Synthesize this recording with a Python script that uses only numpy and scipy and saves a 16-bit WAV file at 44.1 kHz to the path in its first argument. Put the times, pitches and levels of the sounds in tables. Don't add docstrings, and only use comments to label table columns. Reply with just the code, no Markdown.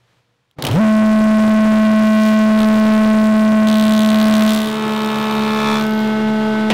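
import sys
import numpy as np
from scipy import signal
from scipy.fft import rfft, irfft, next_fast_len
from scipy.io import wavfile

SR = 44100
rng = np.random.default_rng(int(sys.argv[2]) if len(sys.argv) > 2 else 0)


def generate_wav(signal):
    frames = np.transpose(np.atleast_2d(signal))
    scaled = np.clip(frames, -1, 1) * 32767
    pcm = np.round(scaled).astype(np.int16)
    wavfile.write(sys.argv[1], SR, pcm)


def voltage_ratio(level):
    return 10 ** (np.asarray(level, float) / 20)


N = 296793
TIME = np.arange(N) / SR
RUN_HZ = 216.2


def evened(x):
    return x / np.sqrt(np.mean(x ** 2) + 1e-20)


def ramp(start_s, end_s):
    return np.clip((TIME - start_s) / (end_s - start_s), 0, 1)


def columns(rows):
    time_s, *values = np.transpose(rows)
    return [np.interp(TIME, time_s, value) for value in values]


def noise(colour):
    size = next_fast_len(N)
    freq_hz, level_db = np.transpose(colour)
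    bins_hz = np.fft.rfftfreq(size, 1 / SR)
    gain = voltage_ratio(np.interp(np.log(bins_hz + 1), np.log(freq_hz), level_db))
    return evened(irfft(rfft(rng.standard_normal(size)) * gain, size)[:N])


def wander(rate_hz):
    size = next_fast_len(N)
    slow = np.exp(-(np.fft.rfftfreq(size, 1 / SR) / rate_hz) ** 2)
    return evened(irfft(rfft(rng.standard_normal(size)) * slow, size)[:N])


def ring(x, freq_hz, width_hz):
    radius = np.exp(-np.pi * width_hz / SR)
    turn = radius * np.cos(2 * np.pi * freq_hz / SR)
    return 2 * (1 - radius) * signal.lfilter([1, -turn], [1, -2 * turn, radius ** 2], x)


def struck(start_s, level_db, t60_s):
    after_s = TIME - start_s
    attack = np.clip(after_s / .001, 0, 1)
    return voltage_ratio(level_db - 60 * np.maximum(after_s, 0) / t60_s) * attack


def overload(x, sag=0, knee=0.014):
    ceiling, floor = .297, -.284
    top = ceiling - sag - knee * np.logaddexp(0, (ceiling - sag - x) / knee)
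    return floor + knee * np.logaddexp(0, (top - floor) / knee)


# freq_hz, level_db (per Hz)
ROOM_COLOUR = [(18, -47), (30, -15), (86, -9), (124, 0), (157, -6), (328, -11), (473, -11), (721, -13),
               (1070, -13), (3670, -18.5), (16000, -42)]
# freq_hz, level_db
HUM = [(120, -67), (480, -74)]


def workshop():
    rustle_s, rustle_half_s, rustle_db = 0.14, 0.075, 4
    rustle = rustle_db * np.exp(-((TIME - rustle_s) / rustle_half_s) ** 4)
    level_db = -62.5 - 11 * TIME + rustle - 60 * ramp(.55, 0.59)
    hum = 0
    for freq_hz, hum_db in HUM:
        hum = hum + voltage_ratio(hum_db + 2.5 * wander(10)) * np.sin(2 * np.pi * freq_hz * TIME)
    return voltage_ratio(level_db) * noise(ROOM_COLOUR) + hum * (1 - ramp(.36, .55))


# time_s, level_db
SHUDDER = [(.555, -70), (.57, -51), (.582, -49), (.587, -25.5), (.62, -29.5), (.64, -20), (.7, -18),
           (.74, -24.5), (.78, -14)]
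# freq_hz, level_db (per Hz)
SHUDDER_COLOUR = [(24, -57), (40, -40), (140, 9.5), (199, -2), (269, 1), (542, -5.5), (1180, -11),
                  (1480, -17.5), (3740, -24.5), (16000, -55)]
# start_s, peak_db, ring_hz, t60_s
CLACKS = [
    (0.5117, -42, 3500, 0.01),
    (0.5856, -32, 2525, 0.016),
    (0.6235, -2, 3760, 0.011),
    (0.6394, -13, 3590, 0.015),
    (0.6497, -1, 2860, 0.016),
    (0.667, -8.5, 3290, 0.034),
    (0.6734, -24, 3030, 0.02),
    (0.686, -18, 3150, 0.02),
    (0.7118, -16, 3180, 0.027),
]


def start_up():
    level_db = np.interp(TIME, *np.transpose(SHUDDER), left=-120, right=-120)
    out = voltage_ratio(level_db) * noise(SHUDDER_COLOUR)
    grit = rng.standard_normal(N)
    for start_s, peak_db, ring_hz, t60_s in CLACKS:
        clack = 0.36 * grit + 5 * ring(grit, ring_hz, 560)
        out += struck(start_s, peak_db - 6.0, t60_s) * clack
    return out


def knife_speed(load):
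    full_speed_s, spin_up_hz_per_s, crawl_hz = .806, 1280, 74.2
    overshoot_hz, settle_s, sag_hz = 4, 0.0385, .3
    rising = RUN_HZ + overshoot_hz - spin_up_hz_per_s * (full_speed_s - TIME)
    rising = np.maximum(rising, crawl_hz)
    overshoot = overshoot_hz * np.exp(-((TIME - full_speed_s) / settle_s) ** 2)
    settled = RUN_HZ + overshoot - sag_hz * load
    return np.minimum(rising, settled + 1e3 * (TIME < full_speed_s))


def knife_passes(speed_hz, ahead):
    passes = np.cumsum(speed_hz) / SR
    return passes + ahead - passes[round(4.7 * SR)] % 3


# time_s, edge (0-1 as the slot narrows), bias (pressure)
COVER = [
    (.8, 0.48, -.04),
    (1.2, 0.41, 0.059),
    (2, 0.6, 0.026),
    (2.3, 0.92, -0.074),
    (2.5, 0.56, -.1),
    (3, 0.65, -0.16),
    (3.3, 0.38, -0.057),
    (3.7, 0.49, -0.035),
    (4.6, 0.47, 0.045),
]


def close_tone(speed_hz, passes, deep, edge, bias):
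    level_db = -5 + 10.5 * np.log2(speed_hz / RUN_HZ) + 4 * deep
    turn = 2 * np.pi * passes
    steep = -np.cos(3 * turn) / 3 + np.cos(5 * turn) / 5
    uneven = 0.037 * np.cos(2 / 3 * turn) + 0.021 * np.cos(4 / 3 * turn + 0.23)
    lean = -0.16 * np.sin(2 * turn)
    tone = np.cos(turn) + edge * steep + lean + bias + uneven
    return np.sqrt(2) * voltage_ratio(level_db) * tone


# freq_hz, level_db
CLOSE_AIR = [(30, -17.5), (130, 12.5), (320, 2.5), (800, 1), (2000, -8.5), (4000, -23.5), (8000, -20),
             (16000, -45)]


def close_rush(speed_hz, deep):
    level_db = -19 + 11 * np.log2(speed_hz / RUN_HZ) + 4 * deep
    return voltage_ratio(level_db + 0.5 * wander(33)) * noise(CLOSE_AIR)


def slot_flutter(passes, edge):
    hiss = evened(ring(rng.standard_normal(N), 2780, 860))
    return 0.087 * edge ** 2 * hiss * (1 - np.cos(2 * np.pi * passes))


KNIVES_DB = [0, -15, -18]


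def knife_sizes(passes, spread_db):
    count = passes.astype(int)
    chance = np.clip(rng.standard_normal(4000), -2, 2)
    return voltage_ratio(np.take(KNIVES_DB, count % 3) + spread_db * chance[count])


def bursts(passes, colour, length, spread_db):
    shape = np.exp(-((passes % 1 - .5) / length) ** 2)
    return evened(knife_sizes(passes, spread_db) * shape) * noise(colour)


def wood(passes, modes, scraping):
    struck_now = np.diff(np.floor(passes), prepend=np.floor(passes[0]))
    blows = struck_now * knife_sizes(passes, spread_db=1.5)
    drive = evened(blows) + scraping * rng.standard_normal(N)
    out = 0
    for freq_hz, width_hz, level_db in modes:
        mode = ring(ring(drive, freq_hz, width_hz), freq_hz, width_hz)
        out = out + voltage_ratio(level_db) * evened(mode)
    return evened(out)


# start_s, shock_db, shock_fade_s, steady_db
CONTACTS = [
    (2.56, -37, .2, -49),
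    (3.66, -31, 0.051, -29),
    (4.46, -22, 0.37, -32),
]


def bite_size(deep):
    size = voltage_ratio(-43.5) * np.ones(N)
    for start_s, shock_db, fade_s, steady_db in CONTACTS:
        shock = voltage_ratio(shock_db) * np.exp(-abs(TIME - start_s) / fade_s)
        size += ramp(start_s, start_s + 0.024) * (shock + voltage_ratio(steady_db))
    return size * voltage_ratio(3 * deep + 1.2 * wander(25))


# freq_hz, level_db
BITE = [(300, -22), (1500, -24.5), (3500, 5.5), (6000, -10), (9000, -2), (11000, -4), (13000, -3),
        (16000, -4)]
# freq_hz, width_hz, level_db
EDGE_RING = [(3500, 600, 0), (1100, 400, -11), (600, 200, -15)]
# freq_hz, width_hz, level_db
THUD = [(584, 170, 0.31), (830, 105, -3.4), (1180, 420, -0.21)]


def close_bites(passes, deep):
    splinters = bursts(passes + .27, BITE, length=.15, spread_db=2)
    slip = .022 * wander(120)
    edge_ring = wood(passes - .13 + slip, EDGE_RING, scraping=.12)
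    thud = voltage_ratio(-16.5) * deep * wood(passes - .13, THUD, scraping=.1)
    return bite_size(deep) * (.6 * splinters + 1.5 * edge_ring) + thud


def close_view():
    speed_hz = knife_speed(ramp(3.66, 3.75))
    deep = ramp(3.95, 4.57)
    edge, bias = columns(COVER)
    passes = knife_passes(speed_hz, ahead=3)
    saw = close_tone(speed_hz, passes, deep, edge, bias) + close_rush(speed_hz, deep)
    saw = saw + slot_flutter(passes, edge) + close_bites(passes, deep)
    pressure = ramp(.66, .739) * saw + start_up() + workshop()
    letting_go = np.clip(passes % 1 - .13, 0, .2) * (passes % 1 < .5)
    return overload(pressure, sag=.75 * letting_go * ramp(.73, .78))


def run_out():
    leave_s, release_s, short_s = 5.78, .08, 0.33
    cutting = 1 - ramp(leave_s - release_s / 2, leave_s + release_s / 2)
    short = np.exp(-np.maximum(leave_s - release_s - TIME, 0) / short_s)
    return cutting, short, np.maximum(TIME - leave_s, 0)


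def orders(table, turn, lag):
    multiple, level_db = np.transpose(table)
    twin = np.sign(np.cos(np.pi * .145 * multiple))
    scatter = .12 * rng.standard_normal(len(multiple))
    phase = (multiple - 1) * (np.pi - lag + scatter)
    out = 0
    for k, sign, db, shift in zip(multiple, twin, level_db, phase):
        out = out + sign * voltage_ratio(db + 0.91 * wander(9.2)) * np.cos(k * turn + shift)
    return out


# multiple, level_db
LOADED = [(1, 3), (2, -3.5), (3, -13), (4, -5.5), (5, -16), (6, -10), (7, -61), (8, -14), (9, -19),
          (10, -15), (11, -22), (12, -17)]
# multiple, level_db
FREE = [(1, 2.5), (2, -7), (3, -10), (4, -12), (5, -22), (6, -13), (7, -11), (8, -21), (9, -21.5),
        (10, -18), (11, -32.5), (12, -48), (13, -25.5), (14, -26.5), (15, -21.5), (16, -55), (17, -43),
        (18, -44), (19, -34), (20, -46), (21, -58), (22, -55), (23, -56), (24, -51)]


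def far_tone(passes, cutting, short, since_s):
    free_load, cut_load, end_load = 0.066, 0.63, 1
    load = free_load + cutting * (cut_load + (end_load - cut_load) * short - free_load)
    load = np.clip(load, 0, 1)
    level_db = -23 + 3.5 * short + 1.5 * since_s
    turn = 2 * np.pi * passes
    tone = load * orders(LOADED, turn, lag=.33) + (1 - load) * orders(FREE, turn, lag=.12)
    unbalance = (0.11 + 0.094 * load) * voltage_ratio(wander(3.6)) * np.cos(2 / 3 * turn)
    return np.sqrt(2) * voltage_ratio(level_db) * (tone + unbalance)


# freq_hz, width_hz, level_db
BOARD = [(572, 26, -1), (756, 170, -5), (931, 69, 2), (1135, 150, 3), (1367, 134, 0.5), (1940, 2300, 1),
         (2920, 780, 4.5), (3700, 200, 3), (5900, 4300, -9), (7550, 4600, -8)]
# freq_hz, width_hz, level_db
FREE_END = [(1220, 560, -0.5), (2340, 420, -6), (3495, 270, -4), (4010, 530, -7), (4900, 2100, -8.5)]


def far_board(passes, short, since_s):
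    board_db = -29 + 5.5 * short - 60 * since_s / 0.29
    end_db = -35 + 14 * short - 60 * since_s / .28
    board = voltage_ratio(board_db) * wood(passes - .2, BOARD, scraping=.25)
    return board + voltage_ratio(end_db) * wood(passes - .2, FREE_END, scraping=.3)


# freq_hz, level_db
CHIPS = [(1000, -20), (3800, 7), (6000, -5), (9000, -15.5), (11000, -12), (13000, -3.5), (16000, -14)]


def flying_chips(passes):
    outside_s = np.maximum(4.95 - TIME, 0) + np.maximum(TIME - 6, 0)
    level_db = np.maximum(-39 - 84 * outside_s, -60)
    return voltage_ratio(level_db) * bursts(passes + .15, CHIPS, length=.12, spread_db=3.5)


# freq_hz, level_db (per Hz)
FAR_AIR = [(20, -36), (60, -11), (140, 1.5), (240, -8.5), (330, 5.5), (430, -0.5), (520, -4), (1000, -2),
           (2000, -10.5), (3500, -12), (5000, -21.5), (8000, -29.5), (16000, -37.5)]


def blower_air():
    return voltage_ratio(-29.5 + wander(20)) * noise(FAR_AIR)


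# start_s, level_db (before the overload), t60_s
KNOCK = [
    (6.701, -4, 0.095),
    (6.718, -22, 0.044),
]
# freq_hz, level_db (per Hz)
KNOCK_COLOUR = [(59, -60), (100, -13), (244, -0.5), (768, -13), (2800, -12), (3320, -12.5), (3860, -21),
                (16000, -75.5)]


def final_knock():
    return sum(struck(*row) for row in KNOCK) * noise(KNOCK_COLOUR)


def far_view():
    cutting, short, since_s = run_out()
    passes = knife_passes(knife_speed(cutting), ahead=3.3)
    saw = far_tone(passes, cutting, short, since_s) + far_board(passes, short, since_s)
    return overload(saw + flying_chips(passes) + blower_air() + final_knock())


def scene():
    far = ramp(4.46, 4.83)
    return ((1 - far) * close_view() + far * far_view())[None]


def band_limit(x):
    return signal.sosfilt(signal.butter(12, 16500, fs=SR, output="sos"), x)


def record(dry):
    low_pass = signal.firwin(511, 15850, window=("kaiser", 9), fs=SR)
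    limited = signal.oaconvolve(dry, low_pass[None], "same")
    return band_limit(limited)


dry = scene()
out = record(dry)
generate_wav(out)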